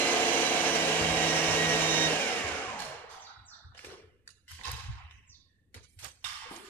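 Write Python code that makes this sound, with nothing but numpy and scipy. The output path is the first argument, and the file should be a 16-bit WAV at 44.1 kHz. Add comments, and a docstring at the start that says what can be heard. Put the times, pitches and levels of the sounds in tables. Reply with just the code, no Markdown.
"""An electric pipe-threading machine growls and whines in a bare concrete hall: gear noise, tooth and slot tones
all follow one rotor speed, which sags under power. Thuds and one click in the machine come while it runs. Switched
off at 2.08 s, it coasts to rest by drag and dry friction; its gear tone lingers in the hall. Steel clanks, ringing
modes, knocks, sharp ticks and scuffs follow. Shaped noise bursts make these blows and the lingering tone;
three falling chirps are swept sines. Convolution with decaying noise is the echo."""
import sys
import numpy as np
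from scipy import signal
from scipy.fft import rfft, irfft, next_fast_len
from scipy.io import wavfile
from scipy.ndimage import uniform_filter1d

SR = 44100
rng = np.random.default_rng(int(sys.argv[2]) if len(sys.argv) > 2 else 0)


def inscribe(sig):
    """Save sig as 16-bit PCM at rate SR to the path in sys.argv[1].

    A 1-D sig is mono; a 2-D sig holds one channel per row.
    Samples are clipped to [-1, 1] before scaling.
    """
    pcm = np.round(np.clip(np.atleast_2d(sig).T, -1, 1) * 32767)
    wavfile.write(sys.argv[1], SR, pcm.astype(np.int16))


N = 295029
TIME = np.arange(N) / SR  # s
OFF_S = 2.08  # the power is cut
RUN_HZ = 314  # reference rotor speed, turns per second

# Level difference of the two ports. Each row: frequency in Hz, left minus right in dB.
PORT_BALANCE = [(60, -2.5), (110, 3), (200, -3), (370, 0.5), (680, -2.5), (1250, -2), (2290, -3),
                (4210, -14), (7730, -15), (14200, -6)]


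def amp(db):
    """Logarithmic level: decibels to amplitude gain."""
    return 10 ** (np.asarray(db) / 20)


def read(points, hz):
    """Spectral envelope: a table interpolated on a log-frequency axis."""
    f, value = np.transpose(points)
    return np.interp(np.log(hz + 1), np.log(f + 1), value)


def curve(rows):
    """Linear interpolation of a control table at every sample."""
    return np.interp(TIME, *np.transpose(rows))


def evened(x):
    """Normalisation: the mean of the channels gets rms 1."""
    centre = np.atleast_2d(x).mean(0)
    return x / np.sqrt(np.mean(centre ** 2) + 1e-20)


def add(mix, s, sound):
    """Superposition: lays a sound into the mix at time s."""
    part = mix[..., round(s * SR):][..., :sound.shape[-1]]
    part += sound[..., :part.shape[-1]]


def drift(rate_hz):
    """Low-passed Gaussian noise: a slow random fluctuation of rms 1."""
    coarse = TIME[::8]
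    size = next_fast_len(len(coarse))
    hz = np.fft.rfftfreq(size, coarse[1])
    spectrum = rfft(rng.standard_normal(size)) / (1 + (hz / rate_hz) ** 4)
    slow = irfft(spectrum, size)[:len(coarse)]
    return np.interp(TIME, coarse, evened(slow))


def lifts(modes, hz):
    """Resonance: the dB that a set of bell-shaped modes adds to a spectrum."""
    return sum(db / (1 + (2 * (hz - f) / width) ** 2) for f, width, db in modes)


def sides(db):
    """Intensity stereo: left and right gains for a level difference, at constant mean power."""
    g = amp(np.array([[.5], [-.5]]) * db)
    return g / np.sqrt((g ** 2).mean(0))


def noise(colour_db, size=N):
    """Partial coherence: coloured noise at two ports, more alike in the bass than in most of the treble."""
    # Each row: frequency in Hz, left-right likeness from 0 to 1.
    likeness = [(60, 0.87), (130, 0.78), (290, 0.79), (620, 0.75), (1360, 0.046), (2980, 0.39),
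                (6500, 0.45), (14200, 0.18)]
    hz = np.fft.rfftfreq(size, 1 / SR)
    a, b = rfft(rng.standard_normal((2, size)))
    same = np.clip(read(likeness, hz), 0, 1)
    pair = np.array([a, same * a + np.sqrt(1 - same ** 2) * b])
    coloured = pair * sides(read(PORT_BALANCE, hz)) * amp(colour_db(hz))
    return evened(irfft(coloured, size))


def hall(x, share=1):
    """Diffuse reverberation: noise whose bands each decay at their own rate; share shortens the tail."""
    # Full decay times. Each row: frequency in Hz, time to fall 60 dB in seconds.
    decay_times = [(100, 0.42), (400, 0.63), (1200, 1.84), (2100, 1.97), (2900, 1.85), (4000, 1.06),
                   (6000, 0.83), (12000, 0.87)]
    hz, t, z = signal.stft(noise(np.zeros_like, size=65536), SR, nperseg=256)
    decay = amp(-60 * t / (share * read(decay_times, hz))[:, None])
    build_up = np.minimum(t / 0.0064, 1)
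    tail = signal.istft(z * decay * build_up, SR, nperseg=256)[1]
    tail = tail / np.linalg.norm(tail.mean(0))
    return signal.fftconvolve(np.atleast_2d(x), tail, axes=1)[:, :N]


def burst(colour_db, rise, t60, tilt_db=0, grain=.3, modes_db=2):
    """Transient excitation: grainy noise that swells and decays exponentially, each burst favouring other modes."""
    t = TIME[:32768]
    mode_hz = np.geomspace(100, 15000, num=170)
    mode_lift_db = np.clip(rng.standard_normal(len(mode_hz)), -2, 2) * modes_db
    modes = np.transpose([mode_hz, mode_lift_db])

    def burst_db(hz):
        tilt = tilt_db * np.log2(np.maximum(hz, 500) / 2500)  # dB per octave
        return colour_db(hz) + read(modes, hz) + tilt

    sound = noise(burst_db, size=len(t))
    # different bands flare from moment to moment, as when a contact point wanders
    z = signal.stft(sound, nperseg=256)[2]
    flare = uniform_filter1d(rng.standard_normal(z.shape[1:]), size=5, axis=0)
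    flare = uniform_filter1d(flare, size=4, axis=1)
    flared = z * amp(2.65 * flare / flare.std())
    sound = evened(signal.istft(flared, nperseg=256)[1][:, :len(t)])
    shudder = evened(uniform_filter1d(rng.standard_normal(len(t)), size=90))
    chatter = evened(np.exp(grain * shudder))
    envelope = np.minimum(t / rise, 1) * amp(-60 * np.maximum(t - rise, 0) / t60)
    shaped = sound * chatter * envelope
    return shaped * np.linalg.norm(envelope) / np.linalg.norm(shaped.mean(0))


def band_db(hz, centre, width):
    """Band-pass response in dB about a centre in Hz, its width in octaves."""
    return -20 * np.log10(1 + (np.log2((hz + 1) / centre) / width) ** 4)


def rotor():
    """Rotational dynamics: speed sags under power, then viscous drag and dry friction brake it to rest."""
    # Speed under power. Each row: time in seconds, speed in turns per second.
    powered_speed = [(0, 342), (.13, 339), (.3, 336), (.45, 332.7), (.75, 326.7), (.95, 320.8),
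                     (1.17, 319.5), (1.32, 316), (1.45, 316.6), (1.62, 317.6), (1.75, 316), (1.85, 314.3),
                     (2.06, 314.2)]
    coast_s, friction_hz_per_s = 1.6, 196  # time constant of the drag; steady loss to dry friction
    dry_hz = friction_hz_per_s * coast_s
    drag = np.exp(-np.maximum(TIME - OFF_S, 0) / coast_s)
    return np.maximum((curve(powered_speed) + dry_hz) * drag - dry_hz, 0)


def slowing(speed, loss_db):
    """Power law of speed: gain of a sound that loses loss_db with each halving."""
    return (speed / RUN_HZ) ** np.log2(amp(abs(loss_db)))


def stand(speed, turns):
    """Forced resonance: the reduction shaft shakes the stand, hardest as its speed crosses the stand's mode."""
    shaft_ratio, mode_hz, width_hz = .512, 162.5, 9
    shaft = np.exp(2j * np.pi * shaft_ratio * turns) * speed / RUN_HZ
    r = np.exp(-np.pi * width_hz / SR)
    pole = r * np.exp(2j * np.pi * mode_hz / SR)
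    once = signal.lfilter([1 - r], [1, -pole], shaft)
    twice = signal.lfilter([1 - r], [1, -pole], once)
    level = amp(-36 + 1.5 * drift(20))  # dB about resonance
    return level * twice * np.exp(1j * 0.12 * drift(9.8))


def gears(speed, turns):
    """Structure-borne noise: teeth and brushes rattle the housing; its hiss throbs with the shaft."""
    # Noise spectrum. Each row: frequency in Hz, density in dB per Hz.
    body_colour = [(35, -44), (60, -21.5), (128, -8.5), (161, -16), (194, -9), (328, -3.5), (385, -6.5),
                   (442, -4), (669, -5), (1390, -10.5), (2840, -8), (3490, -12.5), (5920, -14),
                   (9160, -23.5), (10200, -28), (14500, -39.5)]
    # Ringing of the cast housing. Each row: frequency in Hz, width in Hz, lift in dB.
    housing_modes = [(232, 12, -4), (279.6, 13, 2.5), (298, 12, -2.5), (375, 70, -7), (441, 55, 9),
                     (490, 12, 3.5), (515, 14, -14.5), (537, 13, 9), (570, 25, 1.5), (724, 79, 4.5),
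                     (747, 12, 10), (837, 14, 5), (1592, 82, 7), (1700, 45, 6), (2168, 70, 5),
                     (2317, 160, 5), (2730, 31, 8), (2914, 140, 4.5), (3150, 97, 3.5), (3640, 21, 5.5),
                     (5300, 59, 9), (6050, 54, 8.5), (6580, 250, 4), (7250, 93, 11), (9100, 530, 2)]
    hz = np.fft.rfftfreq(N, 1 / SR)
    rattle = rfft(noise(lambda hz: read(body_colour, hz) + lifts(housing_modes, hz)))

    def band(lo, hi):
        return irfft(rattle * (1 / (1 + (hz / hi) ** 6) - 1 / (1 + (hz / lo) ** 6)), N)

    drone, grind, hiss = band(130, 390), band(390, 1800), band(1800, 20000)
    # the drone fades first as the gears slow
    body = grind + drone * np.minimum(speed / 170, 1) ** 2
    body = body / band(250, 1500).mean(0).std()
    hiss = hiss / band(2500, 9000).mean(0).std()
    # one throb every two turns, one every turn
    throb = 1 + 0.026 * np.cos(np.pi * turns) + 0.062 * np.cos(2 * np.pi * turns)
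    slap = amp(0.61 * drift(24))
    # levels in dB at the reference speed, losses in dB per halving of speed
    low = amp(-34) * slowing(speed, 7) * body
    high = amp(-35.5) * slowing(speed, 9) * throb * hiss
    return slap * (low + high)


def teeth(speed, turns, swing):
    """Periodic excitation: uneven teeth repeat every turn of the big gear, about thirty a second, and growl."""
    # Harmonics, as multiples of the big gear's speed.
    tooth_orders = [3, 4, 7, 8, 10, 13, 14, 15, 16, 19, 20, 21, 22, 23, 25, 26, 31, 33, 35]
    # Level of each harmonic in dB at the reference speed.
    tooth_levels = [-57, -58.5, -51, -50.5, -45, -51.5, -49, -50, -52, -50.5, -45.5, -49.5, -56, -61, -59,
                    -52.5, -51.5, -59, -52.5]
    gear_ratio, loss_db, wobble = .1029, 22.5, 0.33  # turns per rotor turn; dB per halving; radians
    growl = np.zeros(N)
    for order, db in zip(tooth_orders, tooth_levels):
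        # the deepest tones are heard only as the stand swings
        carried = swing / swing.max() if order < 5 else 1
        level = amp(db + 2 * drift(4))
        phase = 2 * np.pi * order * gear_ratio * turns + wobble * drift(7)
        growl += carried * level * np.cos(phase)
    return np.sqrt(2) * growl * slowing(speed, loss_db)


def whine(speed, turns):
    """Gear-mesh tones: louder once the teeth run slack, gliding through the casing modes as the rotor coasts."""
    # Gear tones, as multiples of the rotor speed.
    mesh_orders = [1, 1.6, 2.1, 3, 6, 9, 9.35, 10, 12]
    # Each row, one per tone: level under power in dB, dB gained when the teeth run slack,
    # dB lost per halving of speed, phase wobble in radians.
    mesh_tones = [(-51, 6, 21, .6), (-57, 10, 16, 1.7), (-55.5, 5.5, 4, 1), (-54, 3, 9, .6),
                  (-59.5, 11, 5.5, .5), (-53, 5.5, 2.5, .7), (-58, 9, 2.5, .9), (-54, 1.5, 3, .5),
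                  (-59, 8.5, 7, .6)]
    # Casing modes that a passing tone makes sing. Each row: frequency in Hz, width in Hz, lift in dB.
    casing_modes = [(339, 12, 5), (470, 60, 4), (780, 110, 8), (1550, 450, 3), (2300, 300, 3),
                    (2840, 90, 5), (3170, 60, 5)]
    slack_wobble, slack_rattle_hz = .8, 42  # radians; rate of the loose teeth
    tones, direct = np.zeros(N), np.zeros((2, N))
    halvings = np.maximum(np.log2(RUN_HZ / (speed + 1)), 0)
    slack = np.clip((TIME - OFF_S) / 0.059, 0, 1)
    for order, (db, slack_db, loss_db, wobble) in zip(mesh_orders, mesh_tones):
        sung_db = lifts(casing_modes, order * speed)
        level_db = db + slack * slack_db + sung_db - loss_db * halvings + 2.2 * drift(7)
        jitter = wobble * drift(20) + slack * slack_wobble * drift(slack_rattle_hz)
        tone = amp(level_db) * np.sqrt(2) * np.cos(2 * np.pi * order * turns + jitter)
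        tones += tone
        direct += tone * sides(read(PORT_BALANCE, order * speed))
    force = np.clip((speed - 32) / 45, 0, 1)  # gone below 32 turns per second
    return direct * force + amp(-5) * hall(tones * force)


def magnetic(speed, turns):
    """Magnetic slot forces: whistles at whole multiples of rotor speed, which stop with the power."""
    # Whistles, as multiples of the rotor speed, lowest first.
    slot_orders = [6, 12, 18, 21]
    # Level of the two lowest. Each row: time in seconds, first level in dB, second level in dB.
    low_levels = [(0, -43, -36), (.1, -43.5, -44.5), (.17, -47.5, -55.5), (.28, -45.5, -43),
                  (.38, -50, -53.5), (.46, -56.5, -34.5), (.62, -49, -50.5), (.72, -44.5, -50.5),
                  (1.0, -44, -47), (1.28, -45, -40.5), (1.42, -39.5, -49.5), (1.53, -52, -43.5),
                  (1.61, -36, -41), (1.76, -42.5, -43), (1.86, -46.5, -36), (2.05, -37, -33.5)]
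    # Level in dB of the two highest, away from any mode.
    high_levels = [-51.5, -53]
    # Motor shell modes the two highest sweep through. Each row: frequency in Hz, width in Hz, lift in dB.
    shell_modes = [(5655, 25, 9), (5695, 35, 11), (5890, 50, 9), (6010, 110, 16), (6105, 30, 10),
                   (6603, 25, 13), (6660, 60, 6)]
    out = np.zeros((2, N))
    powered = np.clip((OFF_S - TIME) / .015, 0, 1)
    times, *low = np.transpose(low_levels)
    levels = [np.interp(TIME, times, db) for db in low]
    for order, db in zip(slot_orders[2:], high_levels):
        levels.append(db + lifts(shell_modes, order * speed))
    for order, level_db in zip(slot_orders, levels):
        phase = 2 * np.pi * order * turns + .3 * drift(25)
        tone = amp(level_db + 1.8 * drift(20)) * np.cos(phase)
        out += np.sqrt(2) * powered * tone * sides(read(PORT_BALANCE, order * speed))
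    return out + amp(-10) * hall(out.mean(0))


def rumble(speed, swing):
    """Addition of powers: floor thrum of machine and stand, plus thuds that swell, drop and leave a low tail."""
    # Each row: frequency in Hz, density in dB per Hz.
    floor_colour = [(20, -60), (35, -27.5), (56, -1), (85, 4.5), (125, -6.5), (160, -28.5), (220, -32),
                    (480, -86.5)]
    # Dull thuds. Each row: start in seconds, level in dB.
    thuds = [(1.0, -38.5), (1.1, -38), (1.48, -39), (2.43, -44), (2.51, -48), (2.66, -53), (2.82, -70),
             (3.37, -53), (3.64, -48.5), (3.85, -56), (4.031, -58.5), (4.506, -47.5), (4.668, -40),
             (4.72, -39.5), (4.83, -41), (4.877, -35), (5.019, -46), (5.131, -53.5), (5.278, -57.5),
             (5.75, -49.5), (5.959, -54), (6.02, -53), (6.241, -58.5)]
    rise_s, t60_s, tail_db, tail_t60_s = .018, 0.32, -28.5, 1  # the tail's level is relative to the thud
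    machine = amp(-59) * slowing(speed, 3)
    shake = amp(-16) * swing
    power = amp(-72) ** 2 + machine ** 2 + shake ** 2
    for s, db in thuds:
        rise = np.clip((TIME - s) / rise_s, 0, 1)
        age = np.maximum(TIME - s - rise_s, 0)
        fall = amp(-60 * age / t60_s) + amp(tail_db - 60 * age / tail_t60_s)
        power = power + (amp(db) * rise * fall) ** 2
    thrum = noise(lambda hz: read(floor_colour, hz))
    # level out the noise's own swells before the envelope is applied
    thrum_power = signal.fftconvolve((thrum ** 2).mean(0), np.hanning(4096), "same")
    return evened(thrum / np.sqrt(thrum_power)) * np.sqrt(power)


def background():
    """Stationary broadband noise: the quiet air of the hall."""
    # Each row: frequency in Hz, density in dB per Hz.
    air_colour = [(60, -4), (200, -6.5), (500, -10.5), (1200, -27), (2000, -21), (4000, -34.5), (8000, -22),
                  (14000, -30)]
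    return amp(-70.5) * noise(lambda hz: read(air_colour, hz))


def click_and_scuffs():
    """Friction and light impact: a click in the running machine, then scuffs and taps close by after switch-off."""
    # The first row is the click. Each row: start in seconds, level in dB, rise in seconds,
    # time to fall 60 dB in seconds, tilt in dB per octave, left minus right in dB, echo in dB.
    contact_events = [(1.819, -21.5, 0.00035, 0.0066, -12, 2, -24), (3.747, -49.5, .0008, 0.085, -9, 5, 1),
                      (3.766, -52, 0.014, 0.67, -6.5, 5, -2.5), (3.777, -43, 0.00056, .02, -6, 8, -12),
                      (3.845, -42.5, .0008, 0.21, -6, 10, -26), (3.86, -49, 0.058, 0.53, -8.5, 7, -24),
                      (4.276, -39, 0.00038, 0.03, -2.5, 12, -7), (4.289, -51, 0.00045, .03, -8.5, -6, -6),
                      (4.304, -55, 0.00053, 0.066, -4, -20, -11), (4.717, -23, 0.00034, 0.0075, 9, 14, -25),
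                      (5.743, -41, 0.00052, 0.071, -5.5, 9, -7.5), (5.759, -51, 0.0071, 0.24, -8.5, 5, -25),
                      (5.828, -56, 0.0075, 0.16, -6, -4, -15), (5.869, -64.5, 0.03, 1, 4.5, -16, -20),
                      (5.987, -46, 0.0035, 0.84, -4, 7.5, -34), (6.012, -45.5, 0.045, 0.19, -8, -21, -17),
                      (6.045, -34, 0.00055, 0.0084, -1, -20, -21.5),
                      (6.499, -62.5, 0.0054, 0.24, -1, -11, 15.5),
                      (6.56, -45.5, 0.0034, .053, -8.5, -3, -12)]
    # Each row: frequency in Hz, density in dB per Hz.
    contact_colour = [(100, -22.5), (400, -21), (800, -10.5), (1800, -0.5), (3000, 4.5), (5000, 10.5),
                      (9000, 10.5), (14000, 1)]
    near, sent = np.zeros((2, N)), np.zeros(N)
    for s, db, rise, t60, tilt_db, pan_db, echo_db in contact_events:
        sound = amp(db) * burst(lambda hz: read(contact_colour, hz), rise, t60, tilt_db, grain=0.13)
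        add(near, s, sound * sides(pan_db))
        add(sent, s, amp(echo_db) * sound.mean(0))
    return near + hall(sent)


def clanks():
    """Impact of steel on steel: a sharp onset excites broad resonances, which echo in the hall."""
    # Each row: start in seconds, level in dB, time to fall 60 dB in seconds, tilt in dB per octave,
    # left minus right in dB, echo in dB.
    clank_events = [(2.789, -40, 0.5, 0, 1, -4), (3.093, -59.5, 0.074, 0.5, -16, 19),
                    (4.479, -47, 0.18, 4, 17, 3), (4.508, -44.5, 0.47, 3.5, 13, -18),
                    (4.589, -57, 0.1, -4.5, -7, 15), (4.634, -45, 0.42, -2, -3, -15),
                    (4.651, -40.5, 0.85, -2.5, -0.5, -13.5), (4.692, -43.5, 0.43, -4, 4, -18),
                    (4.713, -47.5, 0.58, 5, 9, -6), (4.793, -49, 1, -4.5, 4, -23),
                    (4.952, -57.5, 0.64, -5, -7, -15), (5.108, -50.5, 0.021, 4, 14, 2.5),
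                    (6.241, -40, 0.61, 0, -3, -0.5), (6.433, -49.5, 0.45, -4.5, 1, -3.5),
                    (6.623, -69, 0.61, 2, 4, 18.5)]
    # Each row: frequency in Hz, density in dB per Hz.
    steel_colour = [(100, 1), (500, -57), (750, 1.5), (1100, -5.5), (1600, 7), (2700, 3), (4000, 8.5),
                    (5500, 5), (8000, -0.5), (12000, -10), (14000, -17)]
    # Each row: frequency in Hz, width in Hz, lift in dB.
    steel_modes = [(1082, 165, 16.5), (2940, 410, 3), (3900, 360, -5), (4840, 500, -0.5)]
    near, sent = np.zeros((2, N)), np.zeros(N)
    steel_db = lambda hz: read(steel_colour, hz) + lifts(steel_modes, hz)
    for s, db, t60, tilt_db, pan_db, echo_db in clank_events:
        sound = amp(db) * burst(steel_db, .0012, t60, tilt_db, grain=0.31)
        add(near, s, sound * sides(pan_db))
        add(sent, s, amp(echo_db) * sound.mean(0))
    return near + hall(sent)


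def rings():
    """Free vibration: tight clusters of modes in steel parts sound on after a blow."""
    # Each row: start in seconds, level in dB, centre in Hz, time to fall 60 dB in seconds.
    ring_events = [(2.79, -46, 4300, 0.26), (4.275, -52.5, 1760, 0.024), (4.275, -45.5, 4680, 0.016),
                   (4.281, -74, 2820, 1.8), (4.478, -57, 2010, 0.14), (4.645, -43, 1050, 0.22),
                   (4.64, -48.5, 2630, 0.69), (4.64, -47, 3900, 0.63), (4.65, -46.5, 4980, 0.44),
                   (6.241, -38, 3660, 0.24), (6.241, -43, 2840, 0.17), (6.26, -50, 1206, 1.25),
                   (6.42, -55, 905, 0.52)]
    out = np.zeros((2, N))
    for s, db, centre, t60 in ring_events:
        cluster_db = lambda hz: band_db(hz, centre, .055)
        add(out, s, amp(db) * burst(cluster_db, 0.0033, t60, grain=0))
    return out + amp(-11.5) * hall(out.mean(0))


def banded_bursts():
    """Band-limited resonance: lingering gear tone, then hollow knocks, rattles and short sharp ticks and cracks."""
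    # The first three rows are the coasting gears' tone lingering in the hall; the ticks and cracks last 11-35 ms.
    # Each row: start in seconds, level in dB, centre in Hz, width in octaves, rise in seconds,
    # time to fall 60 dB in seconds.
    band_events = [(2.902, -53.5, 477, 0.15, 0.14, 0.58), (3.06, -52, 930, 0.55, 0.076, 1),
                   (3.15, -54, 840, 0.21, 0.025, 1.2), (3.267, -54.5, 1380, 0.12, 0.021, 0.74),
                   (3.479, -59, 1440, 0.3, 0.047, 1.6), (3.52, -66.5, 827, 0.35, 0.034, 1.6),
                   (3.792, -38, 2080, 0.39, .0006, 0.011), (3.846, -43, 1880, .45, 0.00052, .035),
                   (3.837, -50, 398, 0.33, 0.008, 0.86), (3.915, -52, 446, 0.26, 0.0059, 0.55),
                   (4.019, -57.5, 425, 0.26, 0.0061, 0.54), (4.588, -48, 2060, 0.36, .0006, 0.028),
                   (4.611, -45, 2000, .22, .001, 0.026), (4.654, -54.5, 480, 0.17, 0.0087, 0.54),
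                   (4.959, -55.5, 990, 0.49, 0.043, 0.41), (4.95, -58.5, 2300, 0.42, 0.07, 1),
                   (5.11, -50, 2250, 0.96, .0006, 0.029), (5.115, -62, 2160, .55, .01, 1.1),
                   (5.448, -71, 1803, 0.096, 0.054, 1), (5.744, -54.5, 330, 0.63, 0.0033, 0.27),
                   (6.046, -44, 1400, 0.31, 0.0005, 0.021), (6.451, -55, 484, 0.064, 0.0078, 0.32),
                   (6.5, -49, 800, 0.33, .007, 0.41), (6.509, -46.5, 310, 0.57, 0.0057, 0.47),
                   (6.57, -56, 388, 0.089, 0.0088, 1.6)]
    near, sent = np.zeros((2, N)), np.zeros(N)
    for s, db, centre, width, rise, t60 in band_events:
        sound = amp(db) * burst(lambda hz: band_db(hz, centre, width), rise, t60, grain=0.23)
        add(near, s, sound)
        add(sent, s, amp(-25) * sound.mean(0))
    return near + hall(sent)


def chirps():
    """Frequency modulation: thin whistles glide down by more than an octave at an uneven pace, their rasp
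    easing; strong echo."""
    # Each row: start in seconds, level in dB, length in seconds.
    chirp_events = [(3.188, -52.5, .098), (3.45, -51.5, .103), (5.265, -55.5, .098)]
    # The course of every chirp. Each row: share of its length, frequency in Hz, relative level in dB.
    chirp_course = [(0, 7900, -14), (.18, 7200, -5), (.28, 6400, -10), (.33, 6100, 5), (.5, 5200, -10),
                    (.62, 4700, -1), (.75, 4400, -4), (.86, 3850, 3), (1, 3250, -10)]
    out = np.zeros(N)
    share, shape_hz, shape_db = np.transpose(chirp_course)
    for s, db, length in chirp_events:
        along = np.linspace(0, 1, int(length * SR))
        size = len(along)
        hz = np.interp(along, share, shape_hz)
        rasp = (.06 * drift(900) + .025 * drift(120))[:size] * (1 - .6 * along)
        level_db = db + np.interp(along, share, shape_db) + 2.5 * drift(250)[:size]
        swell = signal.windows.tukey(size, .1) * amp(level_db)
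        phase = 2 * np.pi * np.cumsum(hz * (1 + rasp)) / SR
        add(out, s, swell * np.sin(phase))
    return out + amp(2) * hall(out, share=.8)


def scene():
    """Superposition of the machine, driven by one rotor phase, and the site around it."""
    speed = rotor() * (1 + .0004 * drift(6))
    turns = np.cumsum(speed) / SR
    hum = stand(speed, turns)
    swing = abs(hum)
    machine = hum.real + gears(speed, turns) + teeth(speed, turns, swing)
    machine = machine + whine(speed, turns) + magnetic(speed, turns)
    bursts = click_and_scuffs() + clanks() + rings() + banded_bursts()
    return machine + rumble(speed, swing) + background() + bursts + chirps()


def record(dry):
    """Port delay, spectral gating and band limit: right lags, quiet tails are thinned, the top is cut."""
    # Base threshold of the noise suppressor. Each row: frequency in Hz, level in dB per bin.
    gate_floor = [(100, -112), (400, -101), (1000, -101), (2500, -100), (5000, -102), (9000, -104),
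                  (14000, -106)]
    ports = np.array([dry[0], np.pad(dry[1], (4, 0))[:N]])  # right port 4 samples later
    hz, _, z = signal.stft(ports, SR, nperseg=1024, noverlap=768)
    power = uniform_filter1d((abs(z) ** 2).mean(0), size=3, axis=0)
    power = abs(uniform_filter1d(power, size=5, axis=1))
    threshold = amp(read(gate_floor, hz) + 18.5)[:, None] ** 2
    keep = np.maximum(power / (power + threshold), amp(-14.5))
    thinned = signal.istft(z * keep, SR, nperseg=1024, noverlap=768)[1][:, :N]
    low_pass = signal.firwin(511, 14400, window=("kaiser", 9), fs=SR)  # edge in Hz
    return signal.oaconvolve(thinned, low_pass[None], "same")


dry = scene()
out = record(dry)
inscribe(out)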